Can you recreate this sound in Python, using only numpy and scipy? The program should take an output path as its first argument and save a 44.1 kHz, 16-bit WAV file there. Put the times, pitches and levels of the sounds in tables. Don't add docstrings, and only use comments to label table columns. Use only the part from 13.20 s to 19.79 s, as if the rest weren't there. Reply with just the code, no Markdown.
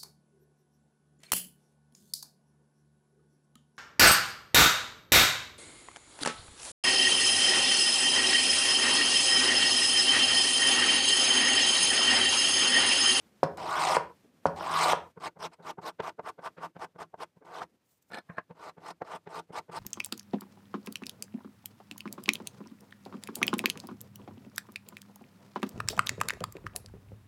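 import sys
import numpy as np
from scipy import signal
from scipy.fft import rfft, irfft
from scipy.io import wavfile
from scipy.ndimage import uniform_filter1d

SR = 44100
rng = np.random.default_rng(int(sys.argv[2]) if len(sys.argv) > 2 else 0)


def persist_wave(psi):
    counts = np.round(np.clip(psi, -1, 1) * 32767).astype(np.int16)
    wavfile.write(sys.argv[1], SR, np.atleast_2d(counts).T)


def how_loud(loudness_db):
    steps = np.asarray(loudness_db, float) / 20
    return 10 ** steps


N = 290619

SPEED_UP_S = 1.915


def rms_one(x):
    return x / np.sqrt(np.mean(x ** 2) + 1e-20)


def at_hz(points, hz):
    pitch_hz, value = np.array(points)[:, 0], np.array(points)[:, 1]
    return np.interp(np.log(hz), np.log(pitch_hz), value)


def envelopes(tables, edge_s, count):
    rows, quiet = [], [-110] * count
    for table in tables:
        first, last = table[0], table[-1]
        rows.append((first[0] - edge_s, *quiet, *first[count + 1:]))
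        rows += table
        rows.append((last[0] + edge_s, *quiet, *last[count + 1:]))
    s, *columns = np.transpose(rows)
    return [np.interp(np.arange(N) / SR, s, column) for column in columns]


def drift(rate_hz):
    r = np.exp(-80 * np.pi * rate_hz / SR)
    slow = signal.lfilter([1], [1, -2 * r, r * r], rng.standard_normal(N // 40 + 2002))[2000:]
    return np.interp(np.arange(N) / 40, np.arange(len(slow)), rms_one(slow))


def coloured(spectrum):
    hz = np.arange(N // 2 + 1) * SR / N + 1
    return rms_one(irfft(rfft(rng.standard_normal(N)) * how_loud(at_hz(spectrum, hz)), N))


def band_noise(size, low_hz, high_hz):
    band = signal.butter(2, [low_hz, high_hz], "band", fs=SR, output="sos")
    return signal.sosfilt(band, rng.standard_normal(size))


def fibres(per_s, spread_db):
    sizes = how_loud(spread_db * np.minimum(rng.exponential(1, N), 4))
    sizes = sizes * rng.choice([-1, 1], N)
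    return sizes * (rng.random(N) < per_s / SR) + 1e-18


def body(force, modes, wander_db, wander_hz, centre_hz=1000, focus_db=0):
    out, octave = 0, np.log2(centre_hz)
    for k, (hz, width_hz, db) in enumerate(modes):
        r = np.exp(-np.pi * width_hz / SR)
        poles = [1, -2 * r * np.cos(2 * np.pi * hz / SR), r * r]
        rung = signal.lfilter([1, 0, -1], poles, force) * (1 - r * r)
        near_db = -focus_db * np.abs(np.log2(hz) - octave)
        out = out + (-1) ** k * how_loud(db + near_db + wander_db * drift(wander_hz)) * rung
    power = uniform_filter1d(out ** 2, size=1100) + 1e-30
    return rms_one(out / power ** .4)


def add(out, s, sound):
    i = round(s * SR)
    out[i:i + len(sound)] += sound[:N - i]


# pitch_hz, level_db
FLOOR = [(15, -58.5), (45, -27.5), (85, -15.5), (200, -15.5), (382, -20.5), (800, -26.5), (2600, -32.5),
         (15800, -44)]
FLOOR_DB, SPED_FLOOR_DB = -67, -9


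def room_floor(sped):
    return how_loud(FLOOR_DB + SPED_FLOOR_DB * sped + 2.0 * drift(12)) * coloured(FLOOR)


# time_s, level_db
SHUFFLE = [
    [(.03, -70), (.2, -78)],
    [(1.0, -97.5), (1.048, -61.5), (1.212, -78), (1.24, -68)],
    [(4.46, -75), (4.464, -74), (4.564, -73), (4.584, -92), (4.89, -91)],
]


def shuffle():
    level_db = envelopes(SHUFFLE, edge_s=0.032, count=1)[0]
    rub = band_noise(N, low_hz=199, high_hz=270) + how_loud(-8) * band_noise(N, low_hz=270, high_hz=520)
    return how_loud(level_db + 2.5 * drift(20)) * rms_one(rub)


# start_s, peak_db, pitch_hz, rattle_delay_s, rattle_db
LANDINGS = [
    (0.2316, -5.5, 658.6, 0.0019, -29.5),
    (1.2559, -6, 736, 0.0091, -34),
]
LAND_RING_DB, LAND_THUD_DB = -22.5, 13
# start_s, peak_db, pitch_hz, ring_db, bench_thud_db
KNOCKS = [
    (0.432, -37.5, 900, -21.5, -12.5),
    (0.7679, -11.5, 950, 3, -14),
    (.77, -19.5, 950, -7.5, -19.5),
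    (1.409, -22, 900, -10.5, -19.5),
    (1.7328, -11, 900, 0, -11),
]
# pitch_hz, level_db, t60_s
STRUCK = [(225, -14.5, .07), (274, -19.5, 0.05), (287, -4.5, 0.1), (407, 4.5, 0.065), (454.7, 0.5, 0.015),
          (550, 1.5, 0.12), (570, -6.5, 0.02), (760, -1, 0.011), (930, -2, 0.02), (1130, -11, 0.013),
          (1484, -10.5, 0.085), (2050, -24.5, 0.016)]
# pitch_hz, level_db, t60_s
SPRUNG = [(466, -7.5, 0.027), (666, -4, 0.0099), (950, 4, .014), (1210, -10, 0.011), (1620, -21.5, 0.022)]
# pitch_hz, level_db, t60_s
THUD = [(85.5, -25.5, 0.18), (149, -16.5, 0.11), (171, -17.5, 0.16)]
# delay_s, level_db
ECHOES = [(.006, -11.5), (0.009, -15.5)]


def knocks():
    out, t = np.zeros(N), np.arange(round(.3 * SR)) / SR
    blows = [(-1, STRUCK, s, db, hz, LAND_RING_DB, LAND_THUD_DB) for s, db, hz, _, _ in LANDINGS]
    blows += [(1, SPRUNG, *row) for row in KNOCKS]
    for way, modes, s, db, hz, ring_db, thud_db in blows:
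        width = (np.pi * hz * (t - .002)) ** 2
        pulse = way * (1 - 2 * width) * np.exp(-width)
        for lag, echo_db in [(0.00056, 0.01)] + ECHOES:
            add(out, s - .002 + lag, how_loud(db + echo_db) * pulse)
        bench = [(f, d + thud_db, long) for f, d, long in THUD]
        pitch, level, t60 = np.transpose(modes + bench)[:, :, None]
        chance = rng.standard_normal((2, *level.shape))
        rings = how_loud(level + 2.0 * chance[0] - 60 * t / t60) * np.sin(2 * np.pi * pitch * t + np.pi * chance[1])
        add(out, s, how_loud(db + ring_db) * (1 - np.exp(-t / 0.00083)) * rings.sum(axis=0))
    return out


# level_re_peak_db, lowest_hz, highest_hz, t60_s
SHUDDER = [(-11.5, 182, 1300, 0.087), (-28.5, 1500, 1870, 0.35), (-29, 3000, 3800, 0.012),
           (-31, 4000, 4100, 0.01)]
# level_db, lowest_hz, highest_hz, t60_s
RATTLE_BANDS = [(1.6, 4250, 5700, .045), (-6, 6200, 9900, .022)]
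# start_s, level_db
BITES = [
    (.372, -46),
    (1.36, -55),
]
# lowest_hz, highest_hz, t60_s
BITE_BAND = (2100, 11800, 0.023)


def clatter():
    out, t = np.zeros(N), np.arange(round(.3 * SR)) / SR
    noises = [(s, db, *BITE_BAND) for s, db in BITES]
    for s, db, _, lag, rattle_db in LANDINGS:
        noises += [(s - .0006, db + d, *band) for d, *band in SHUDDER]
        noises += [(s + lag, rattle_db + d, *band) for d, *band in RATTLE_BANDS]
    for s, db, low_hz, high_hz, t60 in noises:
        add(out, s, how_loud(db - 60 * t / t60) * band_noise(len(t), low_hz, high_hz))
    return out


# pitch_hz, t60_s
ROOM_T60 = [(100, 0.87), (260, .4), (700, 0.29), (2000, 0.33), (5000, 0.22), (12000, 0.14)]
GATE_S, GATE_DB_PER_S = .145, 400


def room(x, speed):
    t, tail = np.arange(round(.5 * SR)) / SR, 0
    for low_hz in 60 * 2.0 ** np.arange(8):
        octave = signal.butter(1, [low_hz, 2 * low_hz], "band", fs=SR, output="sos")
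        band = signal.sosfilt(octave, rng.standard_normal(len(t)))
        tail = tail + band * how_loud(-60 * t * speed / at_hz(ROOM_T60, 1.63 * low_hz))
    tail = tail * (t > .004) * how_loud(-GATE_DB_PER_S * np.maximum(t - GATE_S, 0))
    return signal.fftconvolve(x, tail / np.sqrt(np.sum(tail ** 2)))[:N]


# start_s, length_s, peak_db, swell_ratio (re the usual pass), hiss_re_board_db
PASSES = [(0.373, .395, -27, 0.79, -5.5), (1.362, 0.37, -26.5, 0.9, -5), (2.001, 0.077, -37, 1, -5.5),
          (2.19, 0.075, -37, 0.97, -6.5), (2.316, 0.026, -56, .4, -6), (2.424, 0.086, -39.5, 1.18, -9.5),
          (2.616, 0.08, -38.5, 0.84, -7.5), (2.824, 0.071, -37.5, 0.43, -11.5),
          (3.027, .07, -39, 1.54, -14), (3.215, 0.062, -37.5, 1.32, -13), (3.393, 0.065, -37, 1.6, -20.5),
          (3.589, 0.058, -39, 1.03, -13.5), (3.785, 0.046, -41, 0.42, -13.5),
          (3.975, 0.06, -39.5, 1.74, -10), (4.248, .187, -42.5, 0.83, -12),
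          (5.349, 0.15, -45.5, 1.28, -11.5), (5.602, 0.11, -43, 1.3, -9.5), (5.845, .12, -41.5, 0.9, -12.5),
          (6.089, 0.11, -40.5, 0.82, -11), (6.323, 0.068, -37.5, 1.07, -8),
          (6.515, 0.069, -39.5, 0.56, -7.5)]
# share_of_way, depth_of_cut_db, speed_db, loudest_board_pitch_hz
ALONG = [(0, -18.5, -7.5, 820), (.2, -11.5, -6.5, 800), (.36, -6.5, -8.5, 1080), (.56, -1, -4, 1150),
         (.7, -1.85, -0.5, 860), (.84, 0.8, -3.9, 830), (1, -0.2, -1.7, 950)]
# time_s, mean_board_pitch_hz
PLACE = [(0, 980), (2.6, 1000), (3.1, 1120), (3.5, 1036), (4.3, 890), (6.6, 950)]
ENTER_S, LEAVE_DB_PER_S, QUICK_LEAVE_DB_PER_S, HISS_LEAVES = .004, 4997, 1312, 1.6
HISS_FOLLOWS = 0.92
THRUM_DB, THRUM_FOLLOWS, SHOVE_DB, SHOVE_SHARE = -19, 0.1, 3, .2
LONG_THRUM_DB = -4.5
IRON_HZ, IRON_OCTAVES_PER_DB = 4500, 0.62
QUICK_SWING, QUICK_SPEED = 0.48, 0.64


def strokes():
    t, out = np.arange(N) / SR, np.full((5, N), -110.0)
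    out[3:] = [[IRON_HZ / 5], [IRON_HZ]]
    share, depth_db, speed_db, place_hz = np.transpose(ALONG)
    for s, long, db, swell, hiss_db in PASSES:
        quick = s > SPEED_UP_S
        now = (t > s - ENTER_S) & (t < s + long + .06)
        way = (t[now] - s) / long
        edge = 40 * np.minimum(way * long / ENTER_S, 0)
        leave_db_per_s = QUICK_LEAVE_DB_PER_S if quick else LEAVE_DB_PER_S
        left = leave_db_per_s * long * np.maximum(way - 1, 0)
        depth = swell * np.interp(way, share, depth_db)
        speed = np.interp(way, share, speed_db) * (QUICK_SPEED if quick else 1)
        shove = SHOVE_DB * np.exp(-((way - 1) / SHOVE_SHARE) ** 2) + (0 if quick else LONG_THRUM_DB)
        board = depth - left
        hiss = HISS_FOLLOWS * depth + speed + hiss_db - HISS_LEAVES * left
        thrum = THRUM_DB + THRUM_FOLLOWS * depth + shove - 0.22 * left
        out[:3, now] = np.maximum(out[:3, now], db + edge + np.array([board, hiss, thrum]))
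        swing = (np.interp(way, share, place_hz) / PLACE[0][1]) ** (QUICK_SWING if quick else 1)
        out[3, now] = np.interp(s, *np.transpose(PLACE)) * swing
        out[4, now] = IRON_HZ * 2 ** (IRON_OCTAVES_PER_DB * speed)
    return out


# pitch_hz, width_hz, level_db
BOARD = [(420, 96, -5), (637, 86, -4.5), (678, 44, -3), (754, 49, -5.5), (936, 151, -6.5),
         (1067, 134, -6.5), (1168, 86.6, -4.5), (1478, 100, -9.5), (1690, 350, -18)]
# pitch_hz, width_hz, level_db
IRON = [(2050, 620, 2), (3260, 660, 0), (3940, 610, 0.5), (5230, 610, 0), (5900, 700, -5),
        (8400, 1600, -7.5), (10600, 3000, -15), (13000, 6300, -20.5)]
# pitch_hz, width_hz, level_db
BENCH = [(81.5, 64, -15), (162.9, 5.6, 3.5), (320, 84, -7)]
FOCUS_DB, QUICK_FOCUS_DB = 15, 7


def shaving():
    cut_db, hiss_db, thrum_db, centre_hz, iron_hz = strokes()
    judder = how_loud(1.2 * drift(90))
    focus_db = np.where(np.arange(N) > SPEED_UP_S * SR, QUICK_FOCUS_DB, FOCUS_DB)
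    board = body(fibres(2500, 2.3), BOARD, wander_db=.9, wander_hz=14, centre_hz=centre_hz, focus_db=focus_db)
    iron = body(fibres(5000, 2.2), IRON, wander_db=3.0, wander_hz=25, centre_hz=iron_hz, focus_db=1.0)
    iron = iron * how_loud(1.3 * drift(70))
    bench = body(fibres(1500, 0.93), BENCH, wander_db=-0.2, wander_hz=2.5)
    cut, thrum = uniform_filter1d(how_loud([cut_db, thrum_db]), size=400)
    return judder * (cut * board + how_loud(hiss_db) * iron) + thrum * bench * how_loud(3.0 * drift(24))


SPLICE_S, SPLICE_FADE_S = 0.025, 0.011
BLOW_TILT_DB = 1


def smeared(modes, crack_db, thud_db, rise_s, fall_s):
    t = np.arange(-round(.04 * SR), round(.12 * SR)) / SR
    swell = np.exp(-np.where(t < 0, -t / max(rise_s, .001), t / max(fall_s, .002)) ** 0.82)
    swell = swell * np.clip((t + SPLICE_S) / SPLICE_FADE_S, 0, 1) ** 2
    hz = np.arange(len(t) // 2 + 1) * SR / len(t)
    chance = rng.standard_normal((2, len(modes)))
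    pitch_hz, mode_db = np.array(modes)[:, 0], np.array(modes)[:, 1]
    levels = mode_db + 2 * chance[0] + BLOW_TILT_DB * np.log2(pitch_hz / 600)
    colour = sum(how_loud(db) / (1 + ((hz - f) / (0.085 * f)) ** 2) for f, db in zip(pitch_hz, levels))
    colour = colour + how_loud(crack_db) / (1 + (hz / 2600) ** 3.24) * np.minimum(hz / 1200, 1)
    pulse = np.roll(irfft(colour, len(t)), round(.04 * SR)) * rng.choice([-1, 1])
    noise = rms_one(irfft(colour * rfft(rng.standard_normal(len(t))), len(t)))
    ring = swell * (0.71 * pulse / np.abs(pulse).max() + .45 * noise)
    hum = np.cos(2 * np.pi * BENCH[1][0] * t + np.pi * chance[1, 0])
    thud = how_loud(thud_db - 6.5) * swell ** 1.33 * hum
    return ring / np.abs(ring).max() + thud


# peak_time_s, peak_db, crack_re_peak_db, bench_thud_db, fall_s
BUMPS = [(1.9771, -36.5, -30, 2.1, 0.0058), (2.1729, -46, -38, 3, 0.0083), (2.4037, -45, -33, 1, 0.015),
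         (2.5884, -32, -32, 1.5, 0.0049), (2.8033, -20.5, -12.5, -10, 0.0038),
         (2.9958, -24.5, -36, -6.5, 0.003), (3.1933, -37, -21, -2.5, 0.0064),
         (3.385, -36.5, -11, -3.5, 0.011), (3.5666, -33, -13.5, -1.5, .007),
         (3.7613, -39.5, -24, -0.5, 0.0071), (3.9434, -30.5, -49.5, -7, 0.0027),
         (4.1726, -53, -33, 11, 0.0053), (4.2261, -47.5, -38, -11, 0.01), (5.31, -40, -19, 7, 0.0072),
         (5.5825, -41, -20, 1, .008), (5.8207, -23, -26, -4.5, 0.003), (6.0744, -32.5, -12.5, -1.7, .0059),
         (6.3061, -39, -42, 4, 0.0062), (6.4983, -39.5, -20, 4, 0.0063)]
# peak_time_s, peak_db, crack_re_peak_db, bench_thud_db, fall_s
EXITS = [(3.075, -32, -21, -17, 0.0053), (3.2616, -31, -27, -13, 0.003), (4.42, -23, -33, -12, 0.0042)]
# peak_time_s, peak_db, crack_re_peak_db, bench_thud_db, fall_s
LAID = [
    (5.0985, -36.5, -40, 9, .009),
    (5.1838, -18, -19, -15, .0065),
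]
# pitch_hz, level_db, t60_s
FREE = [(282, -2, .05), (471, 1, .05), (685, 4, .05), (950, -19.5, .05), (1120, 0, .05), (1666, -4, .05),
        (1660, -7, .05), (2430, -21, .05)]
RISE_SHARE, LAID_RISE_SHARE = .9, 0.31


def bumps():
    out = np.zeros(N)
    cut = [(hz, db, width_hz) for hz, width_hz, db in BOARD[2:]]
    kinds = ((BUMPS, STRUCK, RISE_SHARE), (EXITS, cut, RISE_SHARE), (LAID, FREE, LAID_RISE_SHARE))
    for table, modes, rise in kinds:
        for s, db, crack_db, thud_db, fall_s in table:
            blow = smeared(modes, crack_db, thud_db, rise * fall_s, fall_s)
            add(out, s - .04, how_loud(db) * blow)
    return out


# time_s, level_db
RUSTLE = [(4.64, -86), (4.67, -73), (4.782, -68.5), (4.804, -102), (4.826, -62), (4.84, -86), (4.9, -68.5)]
# pitch_hz, level_per_hz_db
HISS = [(2000, -12), (4000, -9), (8000, -2.5), (12000, -7.5), (15500, 2.5)]


def rustling():
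    level_db = envelopes([RUSTLE], edge_s=0.0067, count=1)[0]
    return how_loud(level_db + 3.3 * drift(30)) * coloured(HISS)


# time_s, level_db, crackle_re_level_db
WIPE = [
    [(4.895, -88, -12), (4.905, -53.5, -20), (4.947, -39.5, -6), (4.959, -48, -11.5), (4.983, -36.5, -14.5),
     (5.04, -95, -7.5)],
    [(5.105, -60, -30), (5.115, -66, -20), (5.165, -60, -21), (5.175, -45, -19)],
]
# pitch_hz, width_hz, level_db
SWIPED = [(164.8, 76, -5.5), (643, 260, -1.5), (1460, 78, 1), (1740, 43, 1.5), (2360, 230, -13)]
# pitch_hz, width_hz, level_db
CRACKLE = [(2930, 360, -3), (3550, 470, 0), (4200, 230, 4), (5050, 200, -3.5), (6220, 670, -16.5),
           (8200, 970, -12), (13000, 1100, -26)]


def swiping():
    swipe_db, crackle_db = envelopes(WIPE, edge_s=.008, count=1)
    grains = fibres(2200, 3.3) * how_loud(2.5 * drift(80))
    scrape = body(grains, SWIPED, wander_db=2.5, wander_hz=56)
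    scrape += how_loud(crackle_db) * body(grains, CRACKLE, wander_db=3.5, wander_hz=48)
    return how_loud(swipe_db) * scrape


def scene():
    sped = np.clip((np.arange(N) / SR - SPEED_UP_S) / 0.015, 0, 1)
    cut = shaving()
    slow = cut * (1 - sped) + knocks() + clatter()
    fast = cut * sped + bumps() + rustling() + swiping()
    slow = (slow + how_loud(-11.5) * room(slow, speed=0.97)) * (1 - sped)
    fast = fast + how_loud(-16.5) * room(fast, speed=7.4)
    return (slow + fast + shuffle() + room_floor(sped))[None]


def top_cut(x):
    return signal.sosfilt(signal.butter(12, 16120, fs=SR, output="sos"), x)


MIC_LOW_HZ, CUTOFF_HZ = 69.6, 16100


def record(dry):
    thin = signal.sosfilt(signal.butter(2, MIC_LOW_HZ, "high", fs=SR, output="sos"), dry)
    mix = signal.sosfilt(signal.cheby2(14, 60, CUTOFF_HZ, fs=SR, output="sos"), thin)
    return top_cut(mix)


dry = scene()
out = record(dry)
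persist_wave(out)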